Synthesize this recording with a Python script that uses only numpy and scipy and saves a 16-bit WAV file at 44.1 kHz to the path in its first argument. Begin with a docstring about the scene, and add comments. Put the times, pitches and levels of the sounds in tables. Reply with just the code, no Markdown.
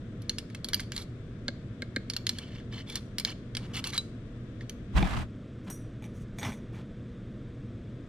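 """A rod clicks and scrapes inside glass test tubes as it pushes small pieces down.
Each touch makes the glass ring briefly, and a tube knocks in its seat in the wooden rack.
The microphone's stand is shoved over the bench and the stereo image closes up; then the rod
is laid down, bouncing with a thin ring. Ventilation hums in the quiet classroom throughout."""
import sys
import numpy as np
from scipy import signal
from scipy.fft import rfft, irfft, next_fast_len
from scipy.io import wavfile

SR = 44100
rng = np.random.default_rng(int(sys.argv[2]) if len(sys.argv) > 2 else 0)


def file_out(sig):
    """Save sig as 16-bit WAV at sys.argv[1]."""
    # one column per channel
    cols = np.atleast_2d(sig).T
    # limit, then scale
    lim = np.clip(cols, -1, 1)
    pcm = np.round(lim * 32767).astype(np.int16)
    wavfile.write(sys.argv[1], SR, pcm)


N = 356328
TIME = np.arange(N) / SR
FIRM_CLICK_DB = -35

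# The rod hits a held tube. Each row: start in seconds, level in dB, hardness in dB, favoured pitch in Hz.
ROD_CLICKS = [(0.22, -53, 10, 4330), (0.2952, -26.0, -1.5, 4280), (0.3844, -32.5, 1.5, 4740),
              (0.501, -55, -5, 4600), (0.548, -40.5, -4.5, 3020), (0.6453, -32, 8, 4300),
              (0.687, -36.5, 4, 3630), (0.7332, -27.0, -3.5, 3350), (0.744, -23.5, 3, 4700),
              (0.7962, -35.5, -12, 3360), (0.802, -39, 9, 4230), (0.92, -37, -4, 2800),
              (0.964, -34, 0.5, 3840), (0.978, -35, 2, 4100), (2.0997, -30, 0.5, 4470),
              (2.136, -38.5, -2, 4400), (2.1653, -29, 2, 4000), (2.2677, -26, -1, 3710),
              (2.2922, -25, 2, 4100), (2.3858, -36, -1, 3350), (2.899, -44, 2, 3740),
              (2.9561, -30, 5, 2990), (3.1838, -29, 4, 4650), (3.1984, -32, 8, 4370),
              (3.2492, -24.5, -4.5, 4660), (3.5508, -35, -5, 3320), (3.569, -30.5, -2, 3020),
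              (3.8412, -32, -2.5, 4200), (3.872, -35.5, 10, 4300), (3.933, -40.5, -14, 4000),
              (3.9789, -26.5, 6, 3890), (4.6087, -46, -16, 1700), (4.6954, -39, 3, 6100)]
# The rod rubs down the glass. Each row: start and length in seconds, relative level in dB,
# added treble in dB, squeak pitch in Hz.
ROD_RUBS = [(0.75, 0.1, -62.5, 3.5, 4700), (0.926, 0.12, -57, 12.5, 3880), (2.303, 0.35, -60.5, -31, 3010),
            (2.712, 0.12, -52, -23, 3050), (2.861, 0.14, -54.5, 0, 3480), (3.253, 0.081, -48, -7, 3000),
            (3.619, 0.054, -58, -35, 2900), (3.732, 0.075, -44.5, 2, 2920), (3.842, 0.073, -48, 6, 2805),
            (3.92, 0.057, -44.5, 4, 3930)]
# The free rod's modes, the tones it rings with. Each row: pitch in Hz, relative level in dB,
# ring time in seconds (t60, the time to fade by 60 dB).
ROD_MODES = [(5890, -3.5, 0.26), (6600, -6, 0.15), (8210, -2.5, 0.13), (8500, -9, 0.092),
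             (10180, -5.5, 0.2), (12200, -12.5, 0.2), (14200, -14, 0.14)]
# The bench top's modes. Each row: pitch in Hz, relative level in dB, ring time in seconds.
BENCH_MODES = [(614, -12, 0.054), (930, -6, 0.017), (2190, 0.5, 0.0081), (3470, -3, 0.0068)]


def from_db(db):
    """Turn decibels into a factor to multiply by."""
    return 10 ** (np.asarray(db) / 20)


def rms_one(x):
    """Scale a sound to an average strength (rms) of 1."""
    return x / np.sqrt(np.mean(x ** 2) + 1e-20)


def at_hz(curve, hz):
    """Read a curve between its listed frequencies."""
    known_hz, values = np.transpose(curve)
    return np.interp(np.log(hz + 1e-9), np.log(known_hz), values)


def add(out, s, sound):
    """Mix a sound in, starting at s seconds."""
    start = int(np.clip(round(s * SR), 0, N - 1))
    out[start:start + len(sound)] += sound[:N - start]


def shaped(x, curve, share=1):
    """Filter a sound by a share of a curve of dB against Hz."""
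    size = next_fast_len(N)
    gain = from_db(share * at_hz(curve, np.fft.rfftfreq(size, 1 / SR)))
    return irfft(rfft(x, size) * gain, size)[..., :N]


def coloured(x, spectrum):
    """Give a noise its tone colour, falling steeply past both ends, at strength 1."""
    size = next_fast_len(N)
    hz = np.fft.rfftfreq(size, 1 / SR) + 0.00068
    ends = np.minimum(1, hz / spectrum[0][0]) ** 4 * np.minimum(1, spectrum[-1][0] / hz) ** 4
    return rms_one(irfft(rfft(x, size) * from_db(at_hz(spectrum, hz)) * ends, size)[..., :N])


def leaning(pair, balance):
    """Tip each frequency to the left or right."""
    return shaped(pair, balance, share=np.array([[.5], [-.5]]))


def resonance(x, hz, width_hz):
    """Keep what lies around one pitch."""
    return signal.lfilter(*signal.iirpeak(hz, hz / width_hz, fs=SR), x)


def radiated(x):
    """Thin tubes give off no bass."""
    return signal.sosfilt(signal.butter(2, 1100, "high", fs=SR, output="sos"), x)


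def drift(per_s):
    """Wander to a new random value per_s times a second."""
    values = rng.standard_normal(N // 20)
    return np.interp(TIME * per_s, np.arange(len(values)), values)


def stroke(s, length, edge=.25):
    """A push swells, holds and lets go; rise and fall each take the share given by edge."""
    out = np.zeros(N)
    progress = TIME[:int(length * SR)] / length
    ramp = np.clip(np.minimum(progress, 1 - progress) / edge, 0, 1)
    add(out, s, np.sin(np.pi / 2 * ramp))
    return out


def crackle(spectrum, per_s, spread_db, cycles, clump_db, bands=22):
    """Tiny slips of uneven size come in clumps; each rings for a few cycles at its own pitch."""
    sizes = from_db(spread_db * np.minimum(rng.exponential(1, N), 4)) * rng.choice([-1, 1], N)
    slips = sizes * (rng.random(N) < per_s / SR) * from_db(clump_db * drift(110))
    band_of_slip = rng.integers(0, bands, N)
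    out = 0
    for k, hz in enumerate(np.geomspace(spectrum[0][0], spectrum[-1][0], bands)):
        out += resonance(slips * (band_of_slip == k) + 1e-18, hz, hz / cycles)
    return coloured(out, spectrum)


def strike(modes, vary_db, detune, tilt_db=0):
    """One blow: the point of contact gives every mode its own strength, sign and slight mistuning."""
    hz, db, t60 = np.transpose(modes)
    t = TIME[:int(1.5 * SR * t60.max())]
    strength, sign, mistuning = rng.standard_normal((3, len(hz)))
    gain = from_db(db + vary_db * strength)
    gain = gain / np.linalg.norm(gain) * np.sign(sign) * from_db(tilt_db)
    tones = np.sin(2 * np.pi * np.outer(hz * (1 + detune * mistuning), t))
    fades = 1000. ** -np.outer(1 / t60, t)
    return gain @ (tones * fades)


def ventilation():
    """Air rumbles in the ducts and hisses softly while a motor hums and wavers."""
    # Tone colours of the moving air. 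Each row: frequency in Hz, relative level in dB.
    rumble_colour = [(22, -1.5), (80, -3.5), (112, 5), (160, -4.5), (200, -2), (330, -8.5), (450, -15.5),
                     (650, -20.5), (900, -42.5)]
    hiss_colour = [(750, -19), (900, -9), (1180, -3), (1600, -4), (2970, -13.5), (3490, -10), (4190, -19.5),
                   (5500, -21.5), (8330, -27.5), (15000, -51.5)]
    # Stereo width, least in the bass. Each row: frequency in Hz, side level over centre level in dB.
    air_width = [(60, -30), (250, -18.5), (1600, -2.5), (10000, 1.5)]
    # The air's lean. Each row: frequency in Hz, left over right in dB.
    air_balance = [(200, 0), (1600, 5.5), (4000, 6), (10000, 0)]
    # The motor's tones. Each row: pitch in Hz, level in dB.
    motor_tones = [(119, -50.5), (203, -55), (241, -56), (479, -63)]
    out = np.zeros((2, N))
    for db, colour in (-41.5, rumble_colour), (-60.5, hiss_colour):
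        centre, side = rng.standard_normal((2, N))
        air = leaning(centre + shaped(side, air_width) * [[1], [-1]], air_balance)
        out += from_db(db) * coloured(air, colour)
    for hz, db in motor_tones:
        level = from_db(db + 0.67 * drift(19)) * np.sqrt(2)
        out += level * np.sin(2 * np.pi * hz * TIME + 0.99 * drift(6))
    return out


def whine(hz=8000, db=-83, pulses_per_s=17.37, pulse_s=.016):
    """A faint high tone pulses quickly, as from some electronics."""
    progress = (TIME * pulses_per_s % 1) / (pulses_per_s * pulse_s)
    pulses = np.sin(np.pi * np.minimum(progress, 1))
    tone = np.sin(2 * np.pi * hz * TIME + 2 * drift(400))
    return from_db(db) * np.sqrt(2) * pulses * tone


def tube_clicks(events, focus_db=6, focus_octaves=0.23, bounce_db=-6):
    """The rod hits the glass: soft touches stir the low modes, hard ones the high modes."""
    # The tube wall, damped by fingers. 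Each row: pitch in Hz, relative level in dB, ring time in seconds.
    tube_modes = [(1700, -2, 0.025), (2137, -1.5, 0.02), (2985, -5, 0.032), (3340, -4.5, 0.0197),
                  (3840, -7.5, 0.018), (4100, 1, 0.011), (4650, 4, 0.013), (5453, -3, 0.026),
                  (6170, -5, 0.019), (7200, -1, 0.0078), (8760, -4.5, 0.0105), (10330, -7, 0.018),
                  (12700, -13.5, 0.014)]
    hz, mode_db, t60 = np.transpose(tube_modes)
    out = np.zeros(N)
    for s, db, hardness, focus_hz in events:
        lightness_db = 0.28 * (FIRM_CLICK_DB - db)   # lighter clicks favour both ends of the range
        low_db = -3.5 + lightness_db - hardness
        high_db = 4 + lightness_db + hardness
        tilt = at_hz([(2000, low_db), (3000, 0), (5500, 0), (11500, high_db)], hz)
        # Modes near the favoured pitch grow louder and are drawn towards it.
        near = np.exp(-(np.log2(hz / focus_hz) / focus_octaves) ** 2)
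        favoured = np.transpose([hz + (focus_hz - hz) * near / 2, mode_db + focus_db * near, t60])
        click = np.zeros(SR // 2)
        bounce_times = np.cumsum(rng.uniform(.0006, .002, 2))
        for k, delay in enumerate([0, *bounce_times]):
            ring = strike(favoured, vary_db=2.5, detune=0.047, tilt_db=tilt)
            add(click, delay, from_db(k * bounce_db) * ring)
        # Set the level as if all the click's energy fell within 10 ms.
        add(out, s, from_db(db) * click / np.linalg.norm(click) * np.sqrt(SR / 100))
    return radiated(out)


def rubbing(ring_db=9, skid_t60=0.16):
    """The wet rod sticks and slips on the glass, in a skid after each click and in squeaky strokes."""
    # Tone colours of the rub, and of the treble a dry, hard rub adds.
    # Each row: frequency in Hz, relative level in dB.
    rub_colour = [(750, -5.5), (1200, -3.5), (2000, -8), (3000, -7), (6700, -11.5), (15000, -33)]
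    hiss_colour = [(3000, -26), (8000, -3.5), (10600, 7.5), (15000, -2)]
    # The tube's resonances under the sliding rod. Each row: pitch in Hz, width in Hz.
    tube_rings = [(2250, 100), (3380, 150), (4300, 240)]
    slips = crackle(rub_colour, per_s=8000, spread_db=3, cycles=18, clump_db=2.5)
    ringing = sum(resonance(slips, hz, width) for hz, width in tube_rings)
    scrape = rms_one(slips + from_db(ring_db) * ringing)
    treble = shaped(scrape, hiss_colour)
    skids = np.zeros(N)
    for s, db, *_ in ROD_CLICKS:
        skid_db = -52.5 + 0.4 * (db - FIRM_CLICK_DB)   # firmer clicks skid louder
        add(skids, s, from_db(skid_db - 60 * TIME[:SR // 2] / skid_t60))
    out = skids * scrape
    for s, length, db, treble_db, hz in ROD_RUBS:
        squeak = from_db(-0.5) * rms_one(resonance(slips, hz, width_hz=150))
        out += from_db(db) * stroke(s, length, edge=.27) * (scrape + squeak + from_db(treble_db) * treble)
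    return out


def pings():
    """Single tones ring on after some blows: tube clinks, the stand's knock and the rod's landing."""
    # Each row: start in seconds, level in dB, pitch in Hz, ring time in seconds.
    lone_tones = [(0.745, -20.5, 12200, 0.028), (3.9781, -17, 3936, 0.073), (3.9787, -49, 6610, 0.25),
                  (5.031, -23.5, 800, 0.05), (5.702, -39, 9297, 0.24), (5.703, -37, 12200, 0.14),
                  (6.448, -42, 5370, 0.15)]
    out = np.zeros(N)
    for s, db, hz, t60 in lone_tones:
        add(out, s, from_db(db) * strike([(hz, 0, t60)], vary_db=0, detune=0))
    return out


def catches(per_s=36):
    """List small clicks where the rubbing rod catches at random; they follow the rub's level and treble."""
    return [(s + length * rng.uniform(.1, .9), db + 1.5 + rng.normal(0, 2), treble_db / 2, hz)
            for s, length, db, treble_db, hz in ROD_RUBS for _ in range(int(length * per_s))]


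def seat_knocks(grip_after_s=0.00534, grip_t60=0.026, bounce_db=-11, thump_db=-8):
    """A tube chatters and rings for a few milliseconds, then the wooden rack grips it with a thump."""
    # The tube's knocks. Each row: start in seconds, level in dB, hardness in dB.
    knocks = [(1.482, -16.5, 8), (1.8215, -21.5, -1), (1.9621, -14.5, -0.5)]
    # Modes of the seated tube and of the rack.
    # Each row: pitch in Hz, relative level in dB, ring time in seconds.
    seat_modes = [(1600, -1, 0.12), (1642, -6.5, 0.038), (2156, -6.5, 0.13), (3000, -12.5, 0.013),
                  (3710, -8, 0.015), (4200, 3.5, 0.0063), (4700, -7.5, 0.0058), (6830, -2.5, 0.0014)]
    rack_modes = [(240, -2, 0.038), (540, -4, 0.024)]
    glass, wood = np.zeros((2, N))
    for s, db, hardness in knocks:
        tilt = at_hz([(2000, -hardness / 2), (4000, hardness / 2)], np.transpose(seat_modes)[0])
        bounce_times = np.cumsum(rng.uniform(.001, .0022, 3))
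        for k, delay in enumerate([0, *bounce_times]):
            ring = strike(seat_modes, vary_db=1, detune=.07 if k else .005, tilt_db=tilt)
            gripped_s = np.maximum(0, TIME[:len(ring)] + delay - grip_after_s)
            add(glass, s + delay, from_db(db + bounce_db * (k > 0) - 60 * gripped_s / grip_t60) * ring)
        add(wood, s + grip_after_s, from_db(db + thump_db) * strike(rack_modes, vary_db=1, detune=0.067))
    return radiated(glass) + wood


def bench_noises():
    """Grit crunches in fits, and the bench rumbles under it."""
    # Their tone colours. Each row: frequency in Hz, relative level in dB.
    grit_colour = [(450, -26), (600, 2), (900, 5.5), (1500, 1), (3100, -4.5), (4500, -13), (8300, -20.5),
                   (15000, -35)]
    rumble_colour = [(70, -0.5), (110, 1.5), (200, -2), (450, -17)]
    grit = crackle(grit_colour, per_s=18000, spread_db=2.8, cycles=9, clump_db=2.8)
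    return grit, coloured(rng.standard_normal(N), rumble_colour)


def sliding(grit, rumble):
    """Things are dragged over rack and bench in short pushes."""
    # Each row: start and length in seconds, grit level in dB, rumble level in dB.
    drags = [(3.532, 0.34, -60, -44), (5.662, 0.074, -52, -42.5), (6.41, 0.11, -43.5, -38.5),
             (6.72, 0.11, -56.5, -64)]
    return sum((from_db(grit_db) * grit + from_db(rumble_db) * rumble) * stroke(s, length)
               for s, length, grit_db, rumble_db in drags)


def shoved_stand(noises, shake_db=4, crosstalk=0.17, judder_db=1.5):
    """The stand judders over the bench to a stop, shaking each side of the microphone mostly on its own."""
    # The course of the shove. Each row: time in seconds, grit level in dB, rumble level in dB.
    shove = [(4.925, -63, -60.5), (4.955, -45, -30), (4.975, -28.5, -30), (5.015, -39, -28.5),
             (5.04, -41, -27.5), (5.075, -37, -37.5), (5.225, -40, -39), (5.275, -78, -60)]
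    # The shaking stand's tone colour. Each row: frequency in Hz, relative level in dB.
    shake_colour = [(22, -5), (50, 11), (90, -3)]
    # The shove's lean. Each row: frequency in Hz, left over right in dB.
    balance = [(60, 2.5), (250, -8.5), (1600, -4.5), (4000, 0.5)]
    s, grit_db, rumble_db = np.transpose(shove)
    grit_level = from_db(np.interp(TIME, s, grit_db, left=-np.inf, right=-np.inf))
    grit_level *= from_db(judder_db * drift(160))
    rumble_level = from_db(np.interp(TIME, s, rumble_db, left=-np.inf, right=-np.inf))
    pair = np.zeros((2, N))
    for side, (grit, rumble) in enumerate(noises):
        shake = from_db(shake_db) * coloured(rng.standard_normal(N), shake_colour)
        pair[side] = grit_level * grit + rumble_level * (rumble + shake)
    return leaning(pair + crosstalk * pair[::-1], balance)


def rocking_stand():
    """The jolted stand rocks and drops back on its feet: the bench knocks and the stand thumps."""
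    # Each row: start in seconds, bench knock in dB, stand thump in dB.
    jolts = [(4.975, -37, -20.5), (5.0271, -20.5, -23), (5.035, -47, -19)]
    # The stand's modes. Each row: pitch in Hz, relative level in dB, ring time in seconds.
    stand_modes = [(94.5, -2, .06), (189, 1, 0.11)]
    knocks, thumps = np.zeros((2, N))
    for s, knock_db, thump_db in jolts:
        add(knocks, s, from_db(knock_db) * strike(BENCH_MODES, vary_db=2, detune=0.088))
        add(thumps, s, from_db(thump_db) * strike(stand_modes, vary_db=1, detune=0.017))
    return knocks, thumps


def rod_scraping(flutter_db=2.5):
    """The glass rod's end hisses over fine grit on the bench, which keeps its modes ringing faintly."""
    # Each row: start and length in seconds, level in dB.
    scrapes = [(5.625, 0.22, -73.5), (6.131, .12, -70), (6.36, 0.24, -66)]
    # The hiss's tone colour. Each row: frequency in Hz, relative level in dB.
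    hiss_colour = [(6000, 1), (14000, -13)]
    hiss = coloured(rng.standard_normal(N) * from_db(flutter_db * drift(110)), hiss_colour)
    ringing = rms_one(sum(from_db(db) * resonance(hiss, hz, width_hz=60) for hz, db, _ in ROD_MODES))
    return (hiss + ringing / 2) * sum(from_db(db) * stroke(s, length) for s, length, db in scrapes)


def rod_landing(first_gap_s=0.0095, gap_shrink=0.83, rod_loss_db=6, thud_loss_db=4.5):
    """The rod lands and bounces; each touch is a thin ring, a dry tick and a thud of the bench."""
    # Each row: start in seconds, relative levels of rod and thud in dB, share of the free ring time.
    landings = [(5.7014, -36.5, -48, 1), (6.0235, -54, -35, .4), (6.041, -48.5, -32, 0.33),
                (6.386, -39.5, -25, 0.88), (6.4145, -50, -30, .5), (6.4305, -41, -17.5, 0.5),
                (6.449, -40.5, -18.5, 1), (6.5207, -49, -27, 0.49), (6.746, -58, -37.5, .3)]
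    out = np.zeros(N)
    tick_modes = [(hz, db, .006) for hz, db, _ in ROD_MODES]
    for s, rod_db, thud_db, freedom in landings:
        ring_modes = [(hz, db, t60 * freedom) for hz, db, t60 in ROD_MODES]
        gaps = first_gap_s * gap_shrink ** np.arange(4) * rng.uniform(.85, 1.15, 4)
        for k, moment in enumerate(s + np.cumsum([0, *gaps])):
            # Each new contact loads the rod a little differently and mistunes its ring.
            ring = from_db(-5.5) * strike(ring_modes, vary_db=2, detune=.001 + .004 * k)
            tick = from_db(-2) * strike(tick_modes, vary_db=2, detune=0.046)
            thud = from_db(-7) * strike(BENCH_MODES, vary_db=2, detune=0.048)
            rod_level = from_db(rod_db - k * rod_loss_db)
            add(out, moment, rod_level * ring)
            add(out, moment, rod_level * tick)
            add(out, moment, from_db(thud_db - k * thud_loss_db) * thud)
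    return out


def classroom(x, near_db, near_t60, tail_db):
    """Quick echoes from rack and bench, then a weak wash from the room that dies sooner in the treble."""
    # The room's echo. Each row: frequency in Hz, ring time in seconds.
    room_t60 = [(6000, 0.47), (15000, 0.3)]
    t = TIME[:SR * 2 // 3]
    edges_hz = np.geomspace(150, 16000, 9)
    tail = 0
    for low, high in zip(edges_hz, edges_hz[1:]):
        band_filter = signal.butter(2, [low, high], "band", fs=SR, output="sos")
        band = signal.sosfilt(band_filter, rng.standard_normal((2, len(t))))
        tail += band * from_db(-60 * t / at_hz(room_t60, np.sqrt(low * high)))
    near = rng.standard_normal((2, len(t))) * from_db(-60 * t / near_t60) * (t > .0012)
    echo = from_db(near_db) * rms_one(near) + from_db(tail_db) * rms_one(tail * (t > .009))
    return signal.fftconvolve(x[None], echo / np.sqrt(len(t)), axes=1)[:, :N]


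def from_the_right(x, lag_samples=2.04):
    """The microphone's left side hears the rack a little later and duller."""
    # Treble lost on the far side. Each row: frequency in Hz, level change in dB.
    far_side = [(4400, -0.5), (8100, -3.5), (12500, -27.5)]
    size = next_fast_len(N)
    hz = np.fft.rfftfreq(size, 1 / SR)
    delay = np.exp(-2j * np.pi * hz * lag_samples / SR)
    left = irfft(rfft(x, size) * from_db(at_hz(far_side, hz)) * delay, size)
    return np.array([left[:N], x])


def scene():
    """Glass close by on the right, the bench straight ahead, ventilation all around."""
    background = ventilation() + whine()
    noises = bench_noises(), bench_noises()
    dragging = sliding(*noises[0]) + shoved_stand(noises)
    stand_knocks, stand_thumps = rocking_stand()
    bench = stand_knocks + rod_landing()
    # The bench is struck farther off, with more echo; it sounds the same on both sides.
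    bench += classroom(bench, near_db=-4, near_t60=0.034, tail_db=-13)[0]
    glass = tube_clicks(ROD_CLICKS + catches()) + from_db(2) * rubbing() + seat_knocks()
    room = classroom(glass, near_db=-13, near_t60=0.044, tail_db=-23.5)
    glass += pings()
    add(glass, .0215, from_db(-29) * glass)   # echo from the ceiling
    return from_the_right(glass) + bench + room + dragging + rod_scraping() + stand_thumps + background


def record(dry, cutoff_hz=16000):
    """The stereo image closes up after the shove and partly reopens; the highest treble is cut steeply."""
    # Stereo width. Each row: time in seconds, change of the side level in dB.
    width = [(5.27, -6), (5.7, -35), (6.6, -38.5), (8.0, -7.5)]
    centre = dry.mean(axis=0)
    side_gain = from_db(np.interp(TIME, *np.transpose(width), left=0))
    narrowed = centre + (dry - centre) * side_gain
    return signal.sosfilt(signal.ellip(10, .2, 80, cutoff_hz, fs=SR, output="sos"), narrowed)


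dry = scene()
out = record(dry)
file_out(out)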